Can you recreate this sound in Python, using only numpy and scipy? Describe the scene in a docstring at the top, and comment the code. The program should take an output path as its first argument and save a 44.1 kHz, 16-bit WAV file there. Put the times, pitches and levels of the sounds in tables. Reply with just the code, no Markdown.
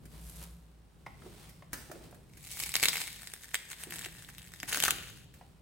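"""A thick-soled shoe presses a firm pear on a hard floor, close to the microphones in a live room.
Surges of weight crush the flesh: short pops and noise bursts split it, dense grains crumble and fizz.
A faint juicy fizz comes first, from fine grains; steps, taps and rustling are shaped noise.
Two wavering low tones, a low rumble and a faint hiss lie beneath."""
import sys
import numpy as np
from scipy import signal
from scipy.fft import rfft, irfft, next_fast_len
from scipy.io import wavfile
from scipy.ndimage import map_coordinates

SR = 44100
rng = np.random.default_rng(int(sys.argv[2]) if len(sys.argv) > 2 else 0)


def log_audio(samples):
    """Write samples as a 16-bit WAV file to the path given in sys.argv[1]."""
    # one column per channel
    frames = np.atleast_2d(samples).T
    # limit to full scale, then quantise
    limited = np.clip(frames, -1, 1)
    pcm = np.round(limited * 32767).astype(np.int16)
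    wavfile.write(sys.argv[1], SR, pcm)


N = 247786

# Relative dB below: a level that is trimmed, shaped or normalised further on.

# Surges of weight on the fruit. Each row: peak in seconds, rise in seconds, fall in seconds,
# pulp crunch in relative dB, juice fizz in relative dB.
SURGES = [(2.61, 0.089, 0.07, -52.5, -38), (2.85, 0.06, 0.21, -44.5, -38.5),
          (3.01, 0.15, 0.04, -47.5, -40.5), (3.44, 0.026, .025, -61, -50.5), (3.72, 0.019, 0.012, -44, -42),
          (3.94, 0.021, 0.077, -47.5, -42.5), (4.05, 0.023, .02, -46.5, -48),
          (4.18, 0.03, 0.087, -57, -52.5), (4.73, 0.0235, 0.13, -42.5, -36.5),
          (4.86, 0.029, 0.024, -39.5, -34), (4.99, .02, 0.039, -49, -57)]
# Full load between these times, ramped outside them.
LOAD_FULL_S, LOAD_END_S, LOAD_RAMP_S = 2.45, 5.1, 0.2


def pressing(load_pulp_rel_db=-63.5, load_juice_rel_db=-59):
    """Gains of pulp crunch and juice fizz: a steady load with surges of weight on top."""
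    t = np.arange(N) / SR
    inside_s = np.minimum(t - LOAD_FULL_S, LOAD_END_S - t)
    loaded = np.clip(1 + inside_s / LOAD_RAMP_S, 0, 1)
    steady = amp([[load_pulp_rel_db], [load_juice_rel_db]])
    return loaded * np.sqrt(steady ** 2 + swells(SURGES))


# Loudest splits in the flesh. Each row: centre in seconds, pop in relative dB, pop pitch in Hz,
# bursting cells in relative dB, tearing time in seconds.
CRACKS = [(2.603, -40.5, 2310, -31, .0015), (2.6368, -39, 2880, -30.5, .0009),
          (2.693, -41, 2780, -34, .0008), (2.7195, -64, 3190, -38, .001), (2.7412, -31, 2480, -28, 0.0018),
          (2.7549, -18.5, 4230, -22.5, 0.00047), (2.7658, -25.5, 3030, -25.5, 0.00087),
          (2.799, -35.5, 2640, -33.5, 0.0011), (2.8296, -21, 2500, -20.5, 0.00028),
          (2.8366, -19.5, 2480, -20.5, 0.0023), (2.846, -28, 2400, -26, 0.0013),
          (2.8567, -22, 2180, -19.5, .0015), (2.8854, -17, 4220, -21, 0.001),
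          (2.8906, -29, 3720, -28.5, .0008), (2.932, -30.5, 2500, -33, 0.0016),
          (2.9566, -28.5, 2320, -43.5, .0014), (2.97, -31.5, 2200, -31.5, 0.00065),
          (3.017, -34, 3150, -32, 0.00045), (3.078, -38, 2300, -39, 0.0021),
          (3.2731, -44, 2290, -37.5, 0.00061), (3.3375, -39, 2220, -35, 0.001),
          (3.5446, -23.5, 2270, -24.5, 0.0011), (3.554, -29.5, 2570, -28, 0.0011),
          (3.7151, -44, 1780, -41.5, .001), (3.837, -37, 2970, -33, 0.00061),
          (3.9082, -40, 2710, -38, 0.0038), (3.9236, -34.5, 2160, -39, 0.0008),
          (4.0598, -37, 2300, -40, 0.0053), (4.2899, -44.5, 1700, -48.5, 0.0017),
          (4.383, -44, 3320, -42.5, 0.0016), (4.5381, -43, 1870, -43, 0.00043),
          (4.6017, -41.5, 3010, -39, 0.00062), (4.6317, -32, 2030, -37, .0015),
          (4.694, -48, 2190, -38, 0.0019), (4.7273, -28, 2550, -37, 0.0015),
          (4.7472, -27.5, 1780, -29, 0.00073), (4.773, -31.5, 1300, -27.5, 0.0016),
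          (4.8027, -26, 2800, -25, 0.00062), (4.8253, -34.5, 1880, -24, 0.00091),
          (4.8384, -23, 2540, -17.5, 0.00085), (4.8516, -26.5, 3770, -22.5, 0.00096),
          (4.8581, -27, 1970, -28.5, 0.0019), (4.8816, -23.5, 1600, -26, .0025),
          (4.9079, -23, 2750, -19.5, 0.00082)]


def cracks(press, pop_db=-3, cells_db=0, small_pop_db=2, small_cells_db=3.0, scatter_db=6,
           small_hz=2300, small_tear_s=0.0004, count=320):
    """The big splits, plus small ones at random times whose levels follow the pressure."""
    rows = [(s, db + pop_db, hz, burst_db + cells_db, tear_s) for s, db, hz, burst_db, tear_s in CRACKS]
    times = rng.uniform(LOAD_FULL_S - LOAD_RAMP_S, LOAD_END_S + LOAD_RAMP_S, count)
    traits = np.tanh(rng.standard_normal((count, 4)))
    for s, (size, pitch, wet, length) in zip(times, traits):
        now = min(int(s * SR), N - 1)
        crunch_db, fizz_db = 20 * np.log10(press[:, now] + 1e-9)
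        db = crunch_db + small_pop_db + scatter_db * size
        burst_db = fizz_db + small_cells_db + scatter_db * (size + wet) / 2
        hz = small_hz * np.exp(0.45 * pitch)
        rows.append((s, db, hz, burst_db, small_tear_s * np.exp(length / 2)))
    out = np.zeros((2, N))
    for s, *shape in rows:
        sound = crack(*shape)
        add(out, s - sound.shape[1] / 2 / SR, sound)
    return out


# Spectrum of bursting cells. Each row: frequency in Hz, level in relative dB.
CELLS = [(1500, -11), (3500, -2), (5000, -3), (6500, -2), (8200, -1), (10000, -1.5), (13000, -4.5),
         (16000, -6.5)]


def crack(db, hz, burst_db, tear_s, cycles=1.107, rise_share=0.7, skirt_db=-19, skirt_s=0.0053,
          tint_hz=7000, tint_db=2):
    """A split races through a cluster of cells; the freed flesh springs apart with a short pop."""
    t = (np.arange(1024) - 512) / SR
    sign, place = rng.choice([-1, 1]), rng.standard_normal()
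    age_s = np.maximum(t + 0.74 / hz, 0)
    pop_envelope = (hz * age_s) * np.exp(-np.e * hz * age_s / cycles)
    pop = unit(np.sin(2 * np.pi * hz * age_s) * pop_envelope)
    # main tear: a sharp noise burst, with a weaker noise skirt that swells in and dies away
    steepness = 2 * t / tear_s / np.where(t < 0, rise_share, 1)
    tearing = 1 / np.cosh(np.clip(steepness, -20, 20))
    tearing = tearing + amp(skirt_db) * np.exp(-np.abs(t) / skirt_s)
    # each cluster has its own colour
    own_hz = tint_hz * np.exp(1.24 * place)
    tint = lambda f: 1 + amp(tint_db) * band(f, own_hz, own_hz / 3)
    bursts = filtered(tearing * rng.standard_normal((2, len(t))), tint)
    cells = off_floor(coloured(spread(bursts), CELLS))
    to_level = np.sqrt(88 / len(t))  # levels as if all energy fell within 2 ms
    return to_level * (sign * amp(db) * pop + amp(burst_db) * cells)


def off_floor(x, delay_s=0.0003214, bounce_db=-7):
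    """A copy bounces off the floor; its delay, drawn per burst, notches the spectrum."""
    late_s = delay_s * np.exp(0.473 * rng.standard_normal())
    gain = amp(bounce_db)
    return filtered(x, lambda f: (1 + gain * np.exp(-2j * np.pi * f * late_s)) / np.hypot(1, gain))


# Spectrum of crushed pulp. Each row: frequency in Hz, level in relative dB.
PULP = [(100, -32.5), (400, -24), (900, 5.5), (1300, -1), (1800, 7), (2500, 4.5), (3300, -8), (4500, -21.5),
        (7000, -11.5)]
# Spurts of juice through crumbling flesh. Each row: centre in seconds, half length in seconds,
# level in relative dB.
SPURTS = [(2.627, 0.0069, -42.5), (2.665, 0.0077, -39.5), (3.012, 0.007, -37), (3.818, 0.03, -49),
          (4.693, 0.014, -38), (4.835, 0.0025, -34)]


def crushing(press, pulp_db=-7, juice_db=-4.0, spurt_pulp_db=-9, clump_db=1.0, clumps_per_second=130,
             crumble_db=-15, crumble_rise_s=0.0059, crumble_fall_s=0.0091):
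    """Under pressure cells give way in clumps and juice fizzes; the crackle swells at each big split."""
    t = np.arange(N) / SR
    crumbs = swells([(s, crumble_rise_s, crumble_fall_s, db + crumble_db, burst_db + crumble_db)
                     for s, db, _, burst_db, _ in CRACKS])
    crunch, fizz = np.sqrt(press ** 2 + crumbs)
    clumps = amp(clump_db * map_coordinates(rng.standard_normal(4096), [t * clumps_per_second]))
    spurt = sum(amp(db) * np.exp(-((t - s) / half_s) ** 2) for s, half_s, db in SPURTS)
    pulp_gain = amp(pulp_db) * crunch + amp(spurt_pulp_db) * spurt
    pulp = pulp_gain * grains(PULP, per_second=1800, scatter_db=3.5)
    juice = amp(juice_db) * fizz * grains(CELLS, per_second=5400, scatter_db=5.5)
    spray = spurt * grains(CELLS, per_second=6700, scatter_db=0.5)
    return clumps * (pulp + juice) + spray


# Resonances of the split's hollow. Each row: time in seconds, then first, second and third
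# resonance in Hz.
HOLLOW = [(2.95, 2230, 4130, 7740), (3.35, 1710, 3900, 8200), (4.5, 1760, 2800, 7900),
          (4.75, 1560, 2860, 6400)]
# Shape of those three resonances. Each row: width in Hz, gain in dB.
HOLLOW_RING = [(300, 0.5), (550, -10.5), (900, -7.5)]


def hollow(x):
    """The widening split lends its shifting resonances to everything that bursts inside it."""
    out = np.zeros_like(x)
    t, times = np.arange(N) / SR, np.transpose(HOLLOW)[0]
    for (s, *pitches), mine in zip(HOLLOW, np.eye(len(HOLLOW))):
        ring = lambda f: 1 + sum(amp(db) * band(f, hz, width_hz)
                                 for hz, (width_hz, db) in zip(pitches, HOLLOW_RING))
        out += filtered(x * np.interp(t, times, mine), ring)  # crossfade between rows
    return out


# Level difference of the ports. Each row: frequency in Hz, left over right in dB.
LEFT_BIAS = [(100, -2), (700, 0.5), (2200, 1), (4400, 3.5), (8000, 0.5), (15000, -0.5)]
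# Phase difference of the ports. Each row: frequency in Hz, lead of left in radians.
LEFT_PHASE = [(1000, 0), (1550, .55), (2800, -.8), (3500, -1.1), (4700, -2.6), (6400, -6.1), (11000, -6.4),
              (15600, -6.9)]


def ports(x):
    """Two microphone ports hear the fruit with different strength and phase."""
    half = np.array([[0.5], [-0.5]])
    log_ratio = lambda hz: np.log(amp(along(LEFT_BIAS, hz))) + 1j * along(LEFT_PHASE, hz)
    return filtered(x, lambda hz: np.exp(half * log_ratio(hz)))


# Spectrum of fine juice bubbles. Each row: frequency in Hz, level in relative dB.
FOAM = [(1500, -14), (5000, -5), (8000, 0.5), (10000, 1.5), (13000, 2), (16000, -21)]
# Larger bubbles. Each row: peak in seconds, level in dB.
BUBBLES = [(0.297, -44), (.427, -43), (0.438, -42)]


def foam(full_s=0.28, end_s=0.39, rise_s=0.097, fall_s=0.096, foam_db=-56,
         bubble_rise_s=0.0006, bubble_fall_s=0.0029):
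    """Tiny bubbles of juice burst, high and fine, with a few larger ones among them."""
    t = np.arange(N) / SR
    slope = np.minimum((t - full_s) / rise_s, (end_s - t) / fall_s)
    fizz = amp(foam_db) * np.exp(np.minimum(0, slope))
    bursts = sum(amp(db) * swell(s, bubble_rise_s, bubble_fall_s) for s, db in BUBBLES)
    return fizz * grains(FOAM, per_second=2700, scatter_db=5.5) + bursts * noise(FOAM)


# Soft blows of sole and fruit on the floor. Each row: start in seconds, peak in dB, pitch in Hz.
STEPS = [(1.063, -32, 980), (1.22, -49.5, 1430), (1.252, -58, 1010), (1.26, -40, 360), (1.622, -41, 900),
         (1.731, -41.5, 920), (1.897, -40.5, 358), (1.913, -38, 630), (1.954, -42.5, 394), (2.01, -53, 600),
         (2.125, -45.5, 700), (3.869, -42, 340), (4.06, -46, 348), (4.631, -38, 344), (4.777, -41, 300),
         (4.882, -24, 1260), (4.919, -39, 315), (5.411, -44, 745)]


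def steps(t60_s=0.019, attack_s=0.0032, sharpness=4.3, step_db=0, overtone=2.0, overtone_db=-13):
    """Soft landing: a brief noise push through a broad resonance and a weaker one above it."""
    out, t = np.zeros(N), np.arange(SR // 8) / SR
    for s, db, hz in STEPS:
        push = rng.standard_normal(len(t)) * (1 - np.exp(-t / attack_s)) * amp(-60 * t / t60_s)
        low = lambda f: band(f, hz, hz / sharpness)
        high = lambda f: amp(overtone_db) * band(f, overtone * hz, overtone * hz / sharpness)
        thud = filtered(push, lambda f: (low(f) + high(f)) / (1 + 1j * f / (2 * hz)))
        add(out, s, amp(db + step_db) * thud / np.abs(thud).max())
    return np.array([out, out])


# Movements of legs and feet. Each row: peak in seconds, rise in seconds, fall in seconds,
# cloth rustle in relative dB, sole shuffle in relative dB.
MOVES = [(.04, 0.033, 0.084, -68.5, -58.5), (.13, 0.025, 0.32, -58, -60.5), (.43, 0.099, 0.057, -52, -77),
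         (1.25, 0.046, 0.11, -59, -54.5), (1.44, 0.22, 0.12, -55.5, -75), (1.745, 0.018, 0.16, -53, -56.5),
         (1.95, 0.038, 0.23, -61.5, -52), (2.04, .013, 0.047, -56.5, -67), (3.88, 0.026, 0.22, -59, -57.5),
         (4.9, 0.13, 0.16, -64, -52.5), (5.36, 0.051, 0.23, -64.5, -72)]
# Spectrum of cloth. Each row: frequency in Hz, level in relative dB.
CLOTH = [(300, 6.5), (900, 7), (2000, 2.5), (4000, 3.5), (6500, -2), (8800, 1.5), (12500, -7),
         (16000, -3.5)]
# Spectrum of shuffling soles. Each row: frequency in Hz, level in relative dB.
SHUFFLE = [(120, -2.5), (250, 1.5), (450, -2), (800, -13), (1500, -23), (4000, -42)]


def rustling(press, rustle_db=0, shuffle_db=-1, still_cloth_db=-76, still_sole_db=-70, strain_db=-17):
    """Cloth whispers and soles shuffle with each movement; the sole also strains as it presses."""
    still = amp([[still_cloth_db], [still_sole_db]])
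    cloth, sole = np.sqrt(swells(MOVES) + still ** 2)
    sole = np.hypot(sole, amp(strain_db) * press[0])
    rustle = amp(rustle_db) * cloth * grains(CLOTH, per_second=5000, scatter_db=5.0)
    return rustle + amp(shuffle_db) * sole * noise(SHUFFLE)


# Sharp taps further off in the room. Each row: start in seconds, peak in relative dB.
TAPS = [(.055, -40), (1.064, -48.5), (1.493, -38), (1.7315, -20.5), (1.915, -34), (2.11, -46.5),
        (2.145, -43.5), (2.371, -42), (5.34, -41)]
# Spectrum of a tap. Each row: frequency in Hz, level in relative dB.
TAP = [(300, 3.5), (900, -13.5), (1700, 4.5), (3200, -9), (5000, -5.5), (9000, -1.5), (16000, -7)]


def taps(t60_s=0.041, tap_db=-2):
    """Hard little contacts: coloured noise that dies quickly."""
    out, t = np.zeros((2, N)), np.arange(SR // 16) / SR
    for s, db in TAPS:
        hit = rng.standard_normal((2, len(t))) * amp(-60 * t / t60_s)
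        tap = coloured(spread(hit), TAP)
        add(out, s, amp(db + tap_db) * tap / np.abs(tap).max())
    return out


# Colour of the room's answer. Each row: frequency in Hz, level in relative dB.
ROOM_COLOUR = [(100, -2.7), (600, 1.5), (1200, 0.6), (1800, -0.2), (3000, 1.4), (5000, 2.3), (6800, -5),
               (8200, 0.3), (9500, -3.5), (15000, 0.4)]
# Decay of the room. Each row: frequency in Hz, 60 dB decay time in seconds.
ROOM_DECAY = [(150, 1), (1000, 0.44), (3000, 0.83), (8000, .7), (15000, 0.45)]


def room(x, early_db, late_db, early_t60_s=0.055):
    """Floor, shoe and near wall scatter the sound at once; the bare room rings on."""
    hz, t, z = signal.stft(rng.standard_normal((2, SR)), SR, nperseg=256)
    decay = amp(-60 * t / along(ROOM_DECAY, hz)[:, None])
    tail = signal.istft(z * decay, SR, nperseg=256)[1][:, :SR]
    t = np.arange(SR) / SR
    late = tail * (1 - np.exp(-t / 0.0029))
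    early = rng.standard_normal((2, SR)) * amp(-60 * t / early_t60_s) * (1 - np.exp(-t / 0.0019))
    answer = amp(early_db) * coloured(spread(early), ROOM_COLOUR)
    answer = answer + amp(late_db) * coloured(spread(late), ROOM_COLOUR)
    # the left channel alone drives both sides
    return signal.fftconvolve(x[:1], answer / np.sqrt(SR), axes=1)[:, :N]


# Level of the drone, fading early on. Each row: time in seconds, level in relative dB.
DRONE = [(0, -56), (.2, -51), (.55, -50.5), (.85, -61.5), (2.5, -62.5), (5.62, -64.5)]
# Tones of the drone. Each row: pitch in Hz, width in Hz, level in relative dB.
DRONE_TONES = [(57.5, 8.8, -2), (167.7, 9.1, -8.5)]


def drone():
    """Two wavering low tones: noise through narrow resonances."""
    tone = lambda hz, width_hz: unit(filtered(rng.standard_normal(N), lambda f: band(f, hz, width_hz) ** 2))
    tones = sum(amp(db) * tone(hz, width_hz) for hz, width_hz, db in DRONE_TONES)
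    return amp(curves(DRONE)[0]) * tones


# Level of the low rumble. Each row: time in seconds, level in relative dB.
RUMBLE_LEVEL = [(0, -51.5), (.75, -63.5), (1.1, -53), (1.6, -55.5), (2.8, -55.5), (3.2, -57), (3.6, -66.5),
                (3.95, -52.5), (4.4, -57), (4.85, -51), (5.62, -57.5)]
# Spectrum of the rumble. Each row: frequency in Hz, level in relative dB.
RUMBLE = [(15, -40), (24, -8.5), (36, -3), (55, -1.5), (75, 0), (97, -1), (125, 1.5), (170, 1),
          (230, -13.5), (400, -19.5), (900, -45.5)]
# Spectrum of the hiss. Each row: frequency in Hz, level in relative dB.
HISS = [(200, 10.5), (1000, 4.5), (4000, -8), (16000, -27.5)]


def background(rumble_db=-2.0, hiss_db=-69.5):
    """Room rumble as low noise of varying level, plus a faint steady hiss."""
    rumble = amp(rumble_db + curves(RUMBLE_LEVEL)[0]) * noise(RUMBLE)
    return rumble + amp(hiss_db) * noise(HISS)


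def amp(db):
    """Decibels to gain."""
    return 10 ** (np.asarray(db) / 20)


def unit(x):
    """Scale to rms 1."""
    return x / np.sqrt(np.mean(x ** 2) + 1e-20)


def along(points, hz):
    """Read (Hz, value) points on a log axis."""
    f, v = np.transpose(points)
    return np.interp(np.log(hz + 1), np.log(f + 1), v)


def curves(rows):
    """One value per sample for each column after the time."""
    s, *cols = np.transpose(rows)
    return [np.interp(np.arange(N) / SR, s, c) for c in cols]


def filtered(x, response):
    """x times a response of frequency."""
    n = x.shape[-1]
    m = next_fast_len(2 * n)
    return irfft(rfft(x, m) * response(np.fft.rfftfreq(m, 1 / SR)), m)[..., :n]


def band(f, hz, width_hz):
    """Response of one resonance, 1 at its centre."""
    return 1j * f * width_hz / (hz * hz - f * f + 1j * f * width_hz)


def coloured(x, spectrum):
    """x shaped by a spectrum, at rms 1."""
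    return unit(filtered(x, lambda hz: amp(along(spectrum, hz))))


# Likeness of left and right. Each row: frequency in Hz, correlation from 0 to 1.
ALIKE = [(50, 0.9), (150, 0.73), (600, 0.49), (1200, 0.12), (2500, 0.45), (4500, 0.2), (8000, 0.6),
         (15000, .6)]


def spread(pair):
    """Blend two signals into left and right, with a likeness that depends on frequency."""
    turn = lambda hz: np.arccos(np.clip(along(ALIKE, hz), -1, 1)) / 2
    mid, side = filtered(pair, lambda hz: np.array([np.cos(turn(hz)), np.sin(turn(hz))]))
    return np.array([mid + side, mid - side])


def noise(spectrum):
    """Smooth stereo noise of rms 1."""
    return coloured(spread(rng.standard_normal((2, N))), spectrum)


def grains(spectrum, per_second, scatter_db):
    """Stereo crackle of rms 1: random tiny bursts, a few larger than the rest."""
    size_db = scatter_db * np.minimum(rng.exponential(size=(2, N)), np.pi)
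    sizes = amp(size_db) * rng.choice([-1, 1], (2, N))
    struck = rng.random((2, N)) < per_second / SR
    return coloured(spread(sizes * struck), spectrum)


def swell(s, rise_s, fall_s):
    """A gain that grows to 1 at time s and dies away again."""
    t = np.arange(N) / SR - s
    return np.exp(-np.minimum(np.abs(t) / np.where(t < 0, rise_s, fall_s), 20))


def swells(rows):
    """Summed power of (s, rise s, fall s, dB, dB) swells, one curve for each level column."""
    power = np.zeros((2, N))
    for s, rise_s, fall_s, *levels_db in rows:
        power += amp(levels_db)[:, None] ** 2 * swell(s, rise_s, fall_s) ** 2
    return power


def add(track, s, sound):
    """Mix a sound into a track from time s."""
    i = max(round(s * SR), 0)
    part = track[..., i:i + sound.shape[-1]]
    part += sound[..., :part.shape[-1]]


def scene():
    """The fruit sits near the microphones; steps and taps stir more of the room."""
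    press = pressing()
    fruit = hollow(cracks(press) + crushing(press))
    near = fruit + room(fruit, early_db=-8, late_db=-11.5)
    feet, far = steps(), taps()
    around = feet + room(feet, early_db=-6.0, late_db=-5.5)
    around = around + far + room(far, early_db=-3.0, late_db=-2.5)
    return ports(near) + foam() + around + rustling(press) + drone() + background()


def record(dry, low_cut_hz=30, top_hz=16000):
    """Roll off the deepest bass and keep nothing from the band limit up."""
    low_cut = lambda hz: hz ** 4 / np.sqrt(hz ** 8 + low_cut_hz ** 8)
    return filtered(dry, lambda hz: (hz < top_hz) * low_cut(hz))


dry = scene()
out = record(dry)
log_audio(out)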